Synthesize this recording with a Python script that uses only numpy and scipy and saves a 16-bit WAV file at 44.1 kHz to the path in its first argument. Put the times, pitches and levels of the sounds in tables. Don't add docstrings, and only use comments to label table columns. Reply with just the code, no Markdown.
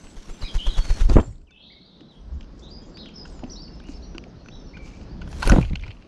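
import sys
import numpy as np
from scipy import signal
from scipy.io import wavfile
from scipy.ndimage import uniform_filter1d

SR = 44100
rng = np.random.default_rng(int(sys.argv[2]) if len(sys.argv) > 2 else 0)


def gain_from_decibels(decibels):
    exponent = np.asarray(decibels, float) / 20
    return 10 ** exponent


def materialize(psi):
    bounded = np.clip(np.atleast_2d(psi).T, -1, 1)
    quanta = np.round(bounded * 32767).astype(np.int16)
    wavfile.write(sys.argv[1], SR, quanta)


N = 267951

# frequency in Hz, level in dB per Hz.
HUM_SPECTRUM = [(60, -40), (115, -10.5), (165, 0.5), (250, -3.5), (705, -17.5), (1500, -26.5), (2200, -33),
                (3600, -33.5), (5200, -33.5), (6500, -43.5), (8000, -60.5), (15500, -88)]
# time in seconds, depth in dB.
DUCKS = [
    (-.01, 8.5),
    (1.45, 17),
    (3.7, 2.6),
    (4.35, 2.2),
    (5.8, 9),
]
OPEN_DB, CLAMP_S, RECOVER_S = -49.5, .3, .9
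# peak in seconds, peak in dB, rise and fall in seconds per 20 dB.
WIND = [
    (1.25, -32.5, 1.1, .2),
    (1.7, -61, 3., 3.),
    (2.26, -38, .13, 1.3),
    (3.45, -39.5, .8, 1.1),
    (4.0, -43, .7, .8),
    (5.2, -39, 2.4, .5),
    (5.6, -25.5, .5, .35),
    (5.86, -37, .3, .1),
    (6.0, -58, .3, .9),
]
# time in seconds, peak in dB, frequency in Hz, half length in seconds.
GUSTS = [
    (2.35, -26, 66.1, 0.043),
    (4.017, -35.5, 62.4, .05),
    (5.346, -36.5, 74.8, .07),
]

# start and length in seconds, first and last Hz, level in dB rms.
WHISTLES = [(.3, .055, 7520, 7530, -55), (.325, .045, 5940, 6200, -57), (.385, .04, 7500, 7690, -58),
            (.685, .045, 4830, 4810, -56), (.775, .21, 4450, 4280, -46), (1.155, .12, 7500, 7250, -53),
            (1.26, .06, 5560, 5540, -67), (1.51, .15, 2600, 2650, -58), (1.51, .03, 3560, 3500, -59),
            (1.755, .045, 2180, 2180, -61), (2.1, .29, 9300, 7000, -82), (3.055, .035, 3520, 2550, -50),
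            (4.0, .23, 5740, 5830, -62), (4.65, .17, 4370, 4300, -65), (4.775, .09, 2300, 2300, -57),
            (5.09, .05, 4300, 5020, -62), (5.01, .03, 4400, 5200, -62), (2.86, .09, 7400, 7350, -72),
            (2.945, .05, 4450, 5250, -49), (3.615, .055, 5600, 4300, -46), (3.665, .04, 4300, 5200, -55),
            (3.72, .07, 5300, 5150, -58), (3.845, .045, 2830, 2860, -56), (.41, .025, 2950, 2800, -54),
            (.635, .05, 3450, 3650, -50), (2.631, .015, 5950, 6300, -62), (2.853, .016, 6750, 6900, -62),
            (2.94, .06, 4500, 4620, -56), (3.138, .03, 5200, 5250, -50), (2.815, .035, 3300, 3250, -66),
            (3.0, .06, 3850, 3750, -53), (4.495, .15, 5470, 5350, -61), (4.67, .04, 5420, 5350, -61),
            (4.93, .03, 2300, 2350, -61), (3.51, .06, 5950, 5100, -46), (3.7, .09, 2750, 2750, -70),
            (4.43, .2, 5990, 6000, -63), (4.52, .04, 4000, 3950, -59), (4.39, .05, 4300, 4300, -62)]
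# start in seconds, pitch in Hz, level in dB rms.
TRILL_STEPS = [(1.56, 3050, -57), (1.6, 3250, -54), (1.618, 4250, -57), (1.63, 3600, -55),
               (1.67, 3800, -53), (1.715, 4600, -57), (1.745, 3650, -56), (1.81, 4250, -58),
               (1.85, 4550, -57), (1.928, 3650, -57)]
# start and length in seconds, first and last Hz, level in dB rms.
QUAVERS = [
    (.583, .106, 2950, 3350, -38),
    (.02, .11, 8000, 7900, -58),
]
# start and length in seconds, first and last Hz, level in dB rms.
WARBLES = [(.411, .065, 5700, 3930, -43), (.445, .055, 5100, 4900, -47), (.472, .04, 5000, 3250, -44),
           (2.62, .05, 2900, 3750, -54), (2.7, .1, 4500, 4880, -49), (3.152, .09, 5800, 5100, -44),
           (2.995, .045, 5250, 5000, -55)]
# start and length in seconds, first and last Hz, level in dB rms.
SWOOPS = [(.579, .012, 4500, 2800, -42), (1.468, .042, 3300, 2280, -62), (.689, .034, 4300, 3720, -42),
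          (.724, .032, 4200, 3700, -41), (2.666, .03, 3000, 4150, -53), (3.295, .12, 8900, 6850, -62),
          (3.555, .065, 3500, 4700, -46), (3.81, .04, 2000, 2750, -63)]
# start and length in seconds, first and last Hz, level in dB rms.
DROPS = [(2.105, .057, 7700, 5000, -82), (2.08, .05, 4000, 2870, -59), (3.47, .06, 6150, 5750, -60),
         (3.6, .062, 4700, 4150, -58), (4.55, .048, 3950, 3100, -63), (.735, .065, 3380, 3250, -46),
         (2.385, .03, 7500, 6000, -74)]
# start and length in seconds, first and last Hz, level in dB rms.
SLIDES = [(2.643, .016, 6900, 5200, -64), (2.686, .03, 7750, 5300, -66), (2.771, .011, 6700, 5200, -68),
          (2.818, .024, 7400, 5200, -64), (2.87, .032, 7300, 5200, -66), (4.63, .08, 6000, 5300, -63),
          (4.985, .025, 6500, 3500, -66), (4.975, .05, 7800, 7500, -76), (4.275, .04, 6600, 4300, -67),
          (4.355, .025, 3800, 5000, -64), (3.51, .06, 7500, 6900, -72), (3.015, .025, 3900, 2900, -54)]
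# start and length in seconds, foot and top in Hz, level in dB rms.
ARCHES = [(.438, .036, 1800, 2480, -46), (1.698, .04, 1800, 2250, -55), (2.327, .035, 4500, 6800, -70),
          (2.203, .018, 5000, 6000, -70), (2.99, .03, 3300, 3900, -52), (3.062, .02, 2600, 3500, -54),
          (2.15, .035, 2700, 3310, -61), (2.975, .065, 3050, 4260, -47), (3.45, .12, 6900, 7520, -72),
          (3.495, .045, 3700, 5900, -43), (3.93, .05, 3400, 5400, -53), (4.022, .036, 3550, 4480, -53),
          (4.51, .055, 2900, 3900, -55), (4.733, .04, 1800, 2430, -49), (4.59, .03, 2800, 3700, -62)]
# time in seconds, centre and swing in Hz, level in dB rms.
TRILL = [
    (1.53, 2900, 250, -64),
    (1.57, 3200, 400, -55),
    (1.62, 3600, 600, -52.5),
    (1.69, 3910, 600, -50),
    (1.76, 3950, 600, -56),
    (1.85, 3900, 550, -57.5),
    (1.93, 3900, 550, -58),
    (2.06, 3700, 500, -63),
]
# peak in seconds, peak in dB, rise and fall in seconds per 20 dB.
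TWITTER = [
    (.1, -66, .3, .2),
    (1.31, -65, .2, .13),
]
STEP_S, STEP_RISE = .03, 1.02
SWOOP_BEND, WARBLE_BEND, DROP_BEND, SLIDE_BEND, ARCH_BEND = 2.6, 8., 3.6, 1.5, 2.8
SHAKE_HZ, SHAKES_PER_S = 140, 58
FADE_DB, WARBLE_FADE_DB = -5, -3
FLOCK_HZ, FLOCK_SPREAD, FLOCK_DB, FLOCK_COUNT = 5700, .06, -15, 280

# time in seconds, # air
# push peak in dB, feather swish in dB.
STROKES = [(.06, -40, -53.5), (.187, -31.5, -51.5), (.312, -28, -46.5), (.441, -22, -41.5),
           (.566, -13.5, -39), (.684, -12, -38.5), (.754, -36, -51.5), (.794, -10, -35), (.864, -30, -45.5),
           (.915, -10, -37), (.99, -34, -44), (1.022, -9.5, -36), (1.059, -9, -56), (1.111, -10.5, -39),
           (1.147, -11, -42), (1.172, -5, -48), (5.475, -11, -35), (5.518, -8.5, -37), (5.543, -10.5, -41)]
# frequency in Hz, level in dB per Hz.
SWISH_SPECTRUM = [(260, -10.5), (378, -2), (1020, -5.5), (1910, -11.5), (3340, -13.5), (4960, -17),
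                  (6360, -15), (7620, -22.5), (10400, -29.5), (13800, -44), (15500, -60)]
# peak in seconds, peak in dB, rise and fall in seconds per 20 dB.
RUSTLE = [
    (1.04, -60, 1.5, .08),
    (1.14, -57, .08, .08),
    (1.216, -64, .04, .02),
    (1.26, -77, .1, .1),
    (3.89, -79, .06, .15),
    (4.86, -75, .05, .17),
    (5.32, -65, .07, .5),
    (5.45, -52, .1, .16),
    (5.565, -60, .15, .13),
    (5.9, -85, .5, .45),
]
# time in seconds, low lump in dB, rattle in dB,
# fade in seconds per 20 dB.
BUFFETS = [(1.095, -21, -28.5, 0.05), (1.115, -28, -28.5, 0.02), (1.156, -16, -24, 0.0367),
           (1.165, -17, -17.5, 0.0376), (1.183, -17.5, -21.5, 0.045), (1.228, -33.5, -41, 0.08),
           (1.28, -36, -64, .1), (2.3, -52, -56, .1), (5.478, -26, -25.5, .03), (5.5, -23, -28, .05),
           (5.518, -21, -16.5, 0.0452), (5.535, -23, -21, 0.0349), (5.56, -22, -19, .04),
           (5.583, -19, -26, .04), (5.61, -24, -44, .06), (5.635, -24, -43, 0.04), (5.705, -26, -42, 0.03),
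           (5.73, -20, -42, 0.02), (5.775, -30, -53, 0.02), (5.835, -36, -53, .1), (5.885, -38, -54.5, .07)]
# frequency in Hz, level in dB per Hz.
RATTLE_SPECTRUM = [(120, -16), (270, 3), (400, -2), (800, -12.5), (1500, -21.5), (3000, -37.5), (5000, -63),
                   (9000, -100)]
SOFT_PUSH_S, HARDEN_S_PER_DB = .036, .0003

# frequency in Hz, width in Hz, level in dB.
TRAY_MODES = [(1510, 135, 5), (1010, 170, -1.5)]
# frequency in Hz, width in Hz, level in dB.
SEED_MODES = [(2630, 640, 10.5), (4300, 630, 2)]
# frequency in Hz, width in Hz, level in dB.
BRIGHT_MODES = [(6200, 300, 4), (9700, 1600, -15.5)]
# time in seconds, peak in dB, scrape length in seconds.
QUILLS = [(.0676, -40.5, .0044), (1.0973, -33, .003), (1.1992, -36, .004), (1.4144, -57, .0054),
          (1.507, -45, .0035), (3.3922, -40.5, .0029), (3.464, -47, .004), (3.838, -48, .004),
          (3.885, -37, .0045)]
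# time in seconds, peak in dB, scrape length in seconds.
SEEDS = [(2.0064, -42, .0049), (2.4076, -38, .0047), (2.428, -44.5, .004), (2.442, -46, .0044),
         (2.9696, -30, .0079), (3.0574, -37, .004), (3.089, -40, .0045), (3.4366, -33.5, .0064),
         (4.2378, -35, .0029), (4.4846, -34.5, .0035), (5.6128, -29, .0051), (5.6276, -34, .003),
         (5.649, -31, .0026), (5.696, -37.5, .0035), (5.731, -32, .004), (5.7546, -20.5, .004),
         (5.795, -42, .004), (5.824, -39, .0075), (5.836, -35, .0071), (5.878, -34, .0064),
         (5.9048, -38, .0062), (6.022, -42, .0052)]
# time in seconds, peak in dB, scrape length in seconds.
CLAWS = [(3.2515, -35, .011), (3.7984, -40, .0055), (4.1463, -40, .011), (4.458, -41, .008),
         (4.768, -37, .012), (5.011, -45, .0045), (5.2134, -35, .016), (5.2747, -37, .0029),
         (5.328, -33, .003), (5.8625, -39, .0086)]
# time in seconds, peak in dB, scrape length in seconds, tray ring in dB,
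# bright ring in dB.
SLAPS = [
    (4.1807, -21.5, .0016, -30, -21),
    (5.4217, -23.5, .008, -4, -14),
    (5.4274, -20, .0055, 7, -19),
    (5.473, -17, .003, -8, -20.5),
    (5.4905, -30, .004, 8, -4),
    (5.4956, -16, .004, 6, 3),
    (5.5166, -16, .005, -3, -30),
]
SEED_DB, CLAW_DB, QUILL_DB = (-20, -38), (-1, -27), (-8, -12)
# time in seconds, peak in dB, frequency in Hz, overtone in dB.
STEPS = [
    (2.014, -38.5, 318, -13),
    (2.821, -35.5, 219, -18),
    (3.4345, -21.5, 300, 3),
    (3.4425, -24, 255, -8),
    (3.426, -35, 370, 8),
    (3.891, -28, 280, -18),
    (4.179, -36, 336, -15),
    (4.149, -35, 330, -18),
]

# time in seconds, peak in dB, frequency in Hz,
# scrape length in seconds.
PINGS = [(1.0965, -26, 4600, .003), (1.0965, -33, 6700, .002), (1.199, -34, 3100, .002),
         (1.325, -56, 2300, .002), (1.355, -56, 3700, .002), (1.381, -57, 4400, .002),
         (3.086, -54, 6800, .003), (3.103, -59, 6800, .003), (3.68, -50, 2800, .003),
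         (3.754, -60, 6800, .004), (3.836, -62, 9500, .005), (3.869, -50, 6200, .006),
         (3.901, -48, 6900, .004), (5.29, -55, 9700, .006), (5.312, -51, 9700, .004),
         (5.4055, -44, 9800, .002), (5.4269, -35, 9900, .008), (5.4269, -53, 13500, .008),
         (5.4738, -26, 9800, .006), (5.4738, -42, 13800, .004), (5.4735, -23, 4300, .001),
         (5.481, -32, 2300, .006), (5.517, -20, 1900, .004), (5.461, -28, 1450, .005),
         (5.503, -20, 1500, .008), (5.429, -22, 1000, .012), (5.428, -26, 4200, .008),
         (4.263, -43, 700, .004), (5.49, -36, 10000, .003), (5.49, -52, 13500, .003),
         (5.4958, -31, 9700, .003), (5.5172, -33, 9300, .003), (5.5285, -54, 13500, .001),
         (5.534, -48, 11500, .001), (5.571, -52, 11000, .001), (5.613, -43, 9800, .002),
         (5.627, -26, 2450, .003), (5.771, -42, 3000, .003), (5.795, -42, 3300, .004),
         (5.808, -50, 6000, .005), (5.835, -35, 2400, .008), (5.906, -39, 3100, .01),
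         (5.968, -48, 2800, .004), (6.07, -46, 2500, .004)]
# time in seconds, peak in dB, frequency in Hz.
THUDS = [(1.087, -22, 230), (1.157, -3, 120), (1.1815, -12, 210), (1.191, -13, 230), (5.4735, -12, 520),
         (2.3, -46, 300), (5.501, -7, 80), (5.522, -2, 210), (5.5315, -12, 290), (5.5665, -7, 280),
         (5.585, -3.5, 160), (5.607, -15, 130), (5.706, -24, 150), (5.716, -17, 70), (5.7325, -18, 170),
         (5.743, -24, 110)]
PING_WIDTH, THUD_WIDTH = .14, .45

# peak in seconds, peak in dB, rise and fall in seconds per 20 dB.
RUMBLE = [
    (2.33, -47, .2, .2),
    (4.38, -49, .2, .5),
    (5.3, -41, 1.1, .2),
]
# peak in seconds, peak in dB, rise and fall in seconds per
# 20 dB.
FLURRIES = [
    (2.6, -62, .08, .1),
    (3.256, -58, .008, .14),
    (3.91, -58, .05, .12),
    (4.86, -56, .04, .12),
    (4.97, -62, .1, .2),
]
# peak in seconds, peak in dB, rise and fall in seconds per 20 dB.
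SCATTER = [
    (3.92, -61, .1, .2),
    (4.87, -57, .07, .4),
    (5.64, -47, .1, .12),
    (5.845, -48, .06, .05),
    (5.91, -52, .03, .05),
    (6.07, -63, .3, .1),
]
TUMBLES_PER_S = 1500
HISS_DB = -94


def evened(x):
    return x / np.sqrt(np.mean(x ** 2) + 1e-20)


def add(mix, s, sound):
    part = mix[max(round(s * SR), 0):][:len(sound)]
    part += sound[:len(part)]


def passed(x, hz, kind, order):
    return signal.sosfilt(signal.butter(order, hz, kind, fs=SR, output="sos"), x)


def smoothed(x, first, second):
    return uniform_filter1d(uniform_filter1d(x, size=first), size=second)


def level(rows):
    t = np.arange(0, N / SR, .001)
    power = 0
    for s, db, rise, fall in rows:
        away = np.where(t < s, (s - t) / rise, (t - s) / fall)
        power = power + gain_from_decibels(db - 20 * away) ** 2
    return np.interp(np.arange(N) / SR, t, np.sqrt(power))


def noise(spectrum, lo_hz, hi_hz, patchy_db=0.):
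    hz = np.fft.rfftfreq(1024, 1 / SR)
    f, db = np.transpose(spectrum)
    a, b, patches = rng.standard_normal((N // 256 + 5, 513, 3)).T
    patches = uniform_filter1d(patches, size=10, axis=0)
    patches = evened(uniform_filter1d(patches, size=12, axis=1))
    shape = gain_from_decibels(np.interp(np.log(hz + 1), np.log(f + 1), db, -120, -120))
    band = (hz > lo_hz) & (hz < hi_hz)
    cells = (a + 1j * b) * shape[:, None] * gain_from_decibels(patchy_db * patches)
    x = signal.istft(cells, nperseg=1024, noverlap=768)[1][:N]
    return evened(x) * np.sqrt(np.sum(shape ** 2) / np.sum(shape[band] ** 2))


def lumps(lo_hz, hi_hz):
    return evened(passed(rng.standard_normal(N), [lo_hz, hi_hz], "band", order=3))


def flicker(width_s, depth_db):
    wander = evened(smoothed(rng.standard_normal(N), int(width_s * SR), 40))
    return evened(gain_from_decibels(depth_db * wander))


def ring(x, modes):
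    t = np.arange(SR // 20) / SR
    response = sum(gain_from_decibels(db) * np.exp(-np.pi * w * t) * np.sin(2 * np.pi * hz * t) for hz, w, db in modes)
    y = signal.fftconvolve(x, response)
    return y / abs(y).max()


def background():
    t = np.arange(N) / SR
    depth = 0
    for s, db in DUCKS:
        closing = np.clip(1 + (t - s) / CLAMP_S, 0, 1)
        depth = depth + db * closing * np.exp(-np.maximum(t - s, 0) / RECOVER_S)
    return gain_from_decibels(OPEN_DB - depth)


def garden():
    t = np.arange(N) / SR
    gusts = np.zeros(N)
    for s, db, hz, half in GUSTS:
        gusts += gain_from_decibels(db) * np.exp(-((t - s) / half) ** 2) * np.sin(2 * np.pi * hz * t)
    breeze = level(WIND) * lumps(22, 69) * flicker(0.073, 1.6)
    hum = gain_from_decibels(1.5) * background() * noise(HUM_SPECTRUM, 300, 1200, patchy_db=1.27)
    return hum + breeze + gusts


def straight(u):
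    return u


def arch(u):
    return 1 - abs(2 * u - 1) ** ARCH_BEND


def whistled(rows, shape, swing=0., fade_db=FADE_DB, drift_hz=0.):
    out = np.zeros(N)
    drift = drift_hz * lumps(12, 70) if drift_hz else np.zeros(N)
    for s, length, from_hz, to_hz, db in rows:
        t = np.arange(0, length, 1 / SR)
        u = t / length
        shake = swing * np.sin(2 * np.pi * SHAKES_PER_S * t)
        hz = from_hz + (to_hz - from_hz) * shape(u) + shake + drift[round(s * SR):][:len(t)]
        tone = np.sin(2 * np.pi * np.cumsum(hz) / SR)
        add(out, s, gain_from_decibels(db + 3.0 + fade_db * u) * tone * signal.windows.tukey(len(t), .22))
    return out


def flock():
    s, length, pitch, size = rng.random((FLOCK_COUNT, 4)).T
    top = FLOCK_HZ * (1 + FLOCK_SPREAD * (2 * pitch - 1) * 2)
    rows = zip(s * (N / SR - .1), .02 + .04 * length, .8 * top, top, FLOCK_DB - 9 * size)
    return background() * whistled(rows, arch)


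def trill():
    s, *columns = np.transpose(TRILL)
    t = np.arange(s[0], s[-1], 1 / SR)
    hz, swing, db = (np.interp(t, s, c) for c in columns)
    unsteady = evened(uniform_filter1d(rng.standard_normal(N), size=500))[:len(t)]
    slur = np.cumsum(75 + 30 * unsteady) / SR % 1
    tone = np.sin(2 * np.pi * np.cumsum(hz + 1.52 * swing * (2 * slur - 1)) / SR)
    out = np.zeros(N)
    add(out, s[0], gain_from_decibels(db + 3.7) * np.sin(np.pi * slur) * tone)
    return out


def echoed(sounds):
    t = np.arange(SR) / SR
    taps = rng.standard_normal(SR) * (rng.random(SR) < .05) * (t > .004)
    tail = taps * gain_from_decibels(-60 * t / 0.21) + passed(taps * gain_from_decibels(-16 - 60 * t / 1.17), 5600, "low", order=3)
    return signal.fftconvolve(np.array(sounds), tail[None] / np.linalg.norm(tail), axes=1)[:, :N]


def songbirds():
    steps = [(s, STEP_S, hz, STEP_RISE * hz, db) for s, hz, db in TRILL_STEPS]
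    dry = whistled(WHISTLES + steps, straight, drift_hz=30.)
    burr = 1 + 0.24 * lumps(40, 387)
    dry *= gain_from_decibels(3.0 * evened(passed(burr - 1, 85, "low", order=2)) - 1.2)
    dry += whistled(QUAVERS, straight, swing=110., fade_db=-2.5)
    dry += whistled(WARBLES, lambda u: 1 - (1 - u) ** WARBLE_BEND, SHAKE_HZ, WARBLE_FADE_DB)
    clean = whistled(SWOOPS, lambda u: 1 - (1 - u) ** SWOOP_BEND, fade_db=-1.5)
    clean += whistled(DROPS, lambda u: u ** DROP_BEND, fade_db=1.5)
    clean += whistled(SLIDES, lambda u: u ** SLIDE_BEND, fade_db=-1.5)
    clean += whistled(ARCHES, arch, fade_db=-1.5)
    far = trill()
    near_echo, far_echo = echoed([burr * dry + gain_from_decibels(-2.5) * clean, burr * far + flock()])
    ducked = np.minimum(background() / gain_from_decibels(-59), 1) ** 1.1
    direct = burr * (dry + gain_from_decibels(-5) * far) + gain_from_decibels(-1.5) * clean
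    echoes = gain_from_decibels(-1.2) * ducked * near_echo + gain_from_decibels(-.3) * far_echo
    twitter = level(TWITTER) * lumps(6800, 8200) * flicker(.012, 2.5)
    return twitter + passed(direct + echoes, 7200, "low", order=3)


def wings():
    push, gate, low, high = np.zeros((4, N))
    near = np.arange(SR // 10) / SR - 1 / 20
    for s, push_db, swish_db in STROKES:
        u = near / (0.23 * (SOFT_PUSH_S - HARDEN_S_PER_DB * (push_db + 40)))
        strength, spread = np.where(u < 0, 2.1, 1.3), np.where(u < 0, 2.2, 2.6)
        add(push, s + near[0], gain_from_decibels(push_db) * u * strength * np.exp(-u ** 2 / spread))
        add(gate, s + near[0], gain_from_decibels(swish_db) * np.exp(-((near + .011) / 0.013) ** 2))
    push = passed(push, 10, "high", order=1)
    low += gain_from_decibels(5.5) * gate
    age = np.arange(SR // 2) / SR
    for s, low_db, rattle_db, fade in BUFFETS:
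        add(low, s - .004, gain_from_decibels(low_db + 1.5 - 20 * age / fade) * np.minimum(age / .006, 1))
        add(high, s, gain_from_decibels(rattle_db + 0.26 - 20 * age / (0.68 * fade)) * np.minimum(age / 0.0019, 1))
    feathers = gain_from_decibels(1.5) * gate * noise(SWISH_SPECTRUM, 330, 15000) * flicker(.002, 3.0)
    thin = passed(noise(SWISH_SPECTRUM, 7740, 11000, patchy_db=2.5), 1900, "high", order=1)
    rustle = level(RUSTLE) * thin * flicker(0.0035, 2.0)
    wash = low * lumps(55, 120) + high * noise(RATTLE_SPECTRUM, 420, 1200) * flicker(.004, 2.2)
    return push + feathers + rustle + wash


def tray():
    ticks, steps = np.zeros((2, N))
    t = np.arange(SR // 20) / SR
    kinds = [(SEEDS, SEED_DB), (QUILLS, QUILL_DB), (CLAWS, CLAW_DB)]
    rows = SLAPS + [row + kind for table, kind in kinds for row in table]
    for s, db, length, tray_db, bright_db in rows:
        grit = rng.standard_normal(SR // 20)
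        slips = grit * abs(grit) * np.exp(-t / np.clip(0.64 * length, .0004, .012)) * np.minimum(t / .0022, 1)
        size = 1 + 0.082 * grit[0]
        tick = ring(slips, [(hz * size, width, mode_db) for hz, width, mode_db in SEED_MODES])
        tick = tick + gain_from_decibels(tray_db) * ring(slips, TRAY_MODES) + gain_from_decibels(bright_db) * ring(slips, BRIGHT_MODES)
        add(ticks, s, gain_from_decibels(db - 0.44) * tick)
    for s, db, hz, over_db in STEPS:
        add(steps, s, gain_from_decibels(db) * ring(np.hanning(40), [(hz, 30, 0), (2.2 * hz, 160, over_db)]))
    return steps + passed(passed(ticks, 6700, "low", order=5), 480, "high", order=2)


def knocks():
    out, t = np.zeros(N), np.arange(SR // 20) / SR
    for s, db, hz, length in PINGS:
        grit = rng.standard_normal(SR // 20)
        scrape = grit * np.exp(-t / np.clip(.6 * length, .0003, .012)) * np.minimum(t / .0008, 1)
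        ping = ring(scrape, [(hz, PING_WIDTH * hz, 0)])
        add(out, s, gain_from_decibels(db) * ring(ping, [(hz, 2 * PING_WIDTH * hz, 0)]))
    for s, db, hz in THUDS:
        add(out, s, gain_from_decibels(db) * ring(np.hanning(80), [(hz, THUD_WIDTH * hz, 0)]))
    return out


def rumble():
    return level(RUMBLE) * lumps(85, 190) * flicker(.03, 2.2)


def flurries():
    return level(FLURRIES) * lumps(4200, 7000) * flicker(.008, 4.0)


def scatter():
    hits = rng.random(N) < TUMBLES_PER_S / SR
    drive = rng.standard_normal(N) * gain_from_decibels(2.4 * rng.exponential(1, N)) * hits
    tumbling = passed(ring(drive, SEED_MODES)[:N], [1900, 4800], "band", order=3)
    return level(SCATTER) * evened(tumbling)


def scene():
    hiss = gain_from_decibels(HISS_DB) * lumps(6500, 10800)
    far = garden() + songbirds() + flurries()
    bird = wings() + tray() + knocks() + rumble() + scatter()
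    return (hiss + far + bird)[None]


def top_cut(x):
    return signal.sosfilt(signal.butter(12, 15400, fs=SR, output="sos"), x)


def record(dry):
    mix = np.tanh(dry / 1.572) * 1.639
    return top_cut(mix)


dry = scene()
out = record(dry)
materialize(out)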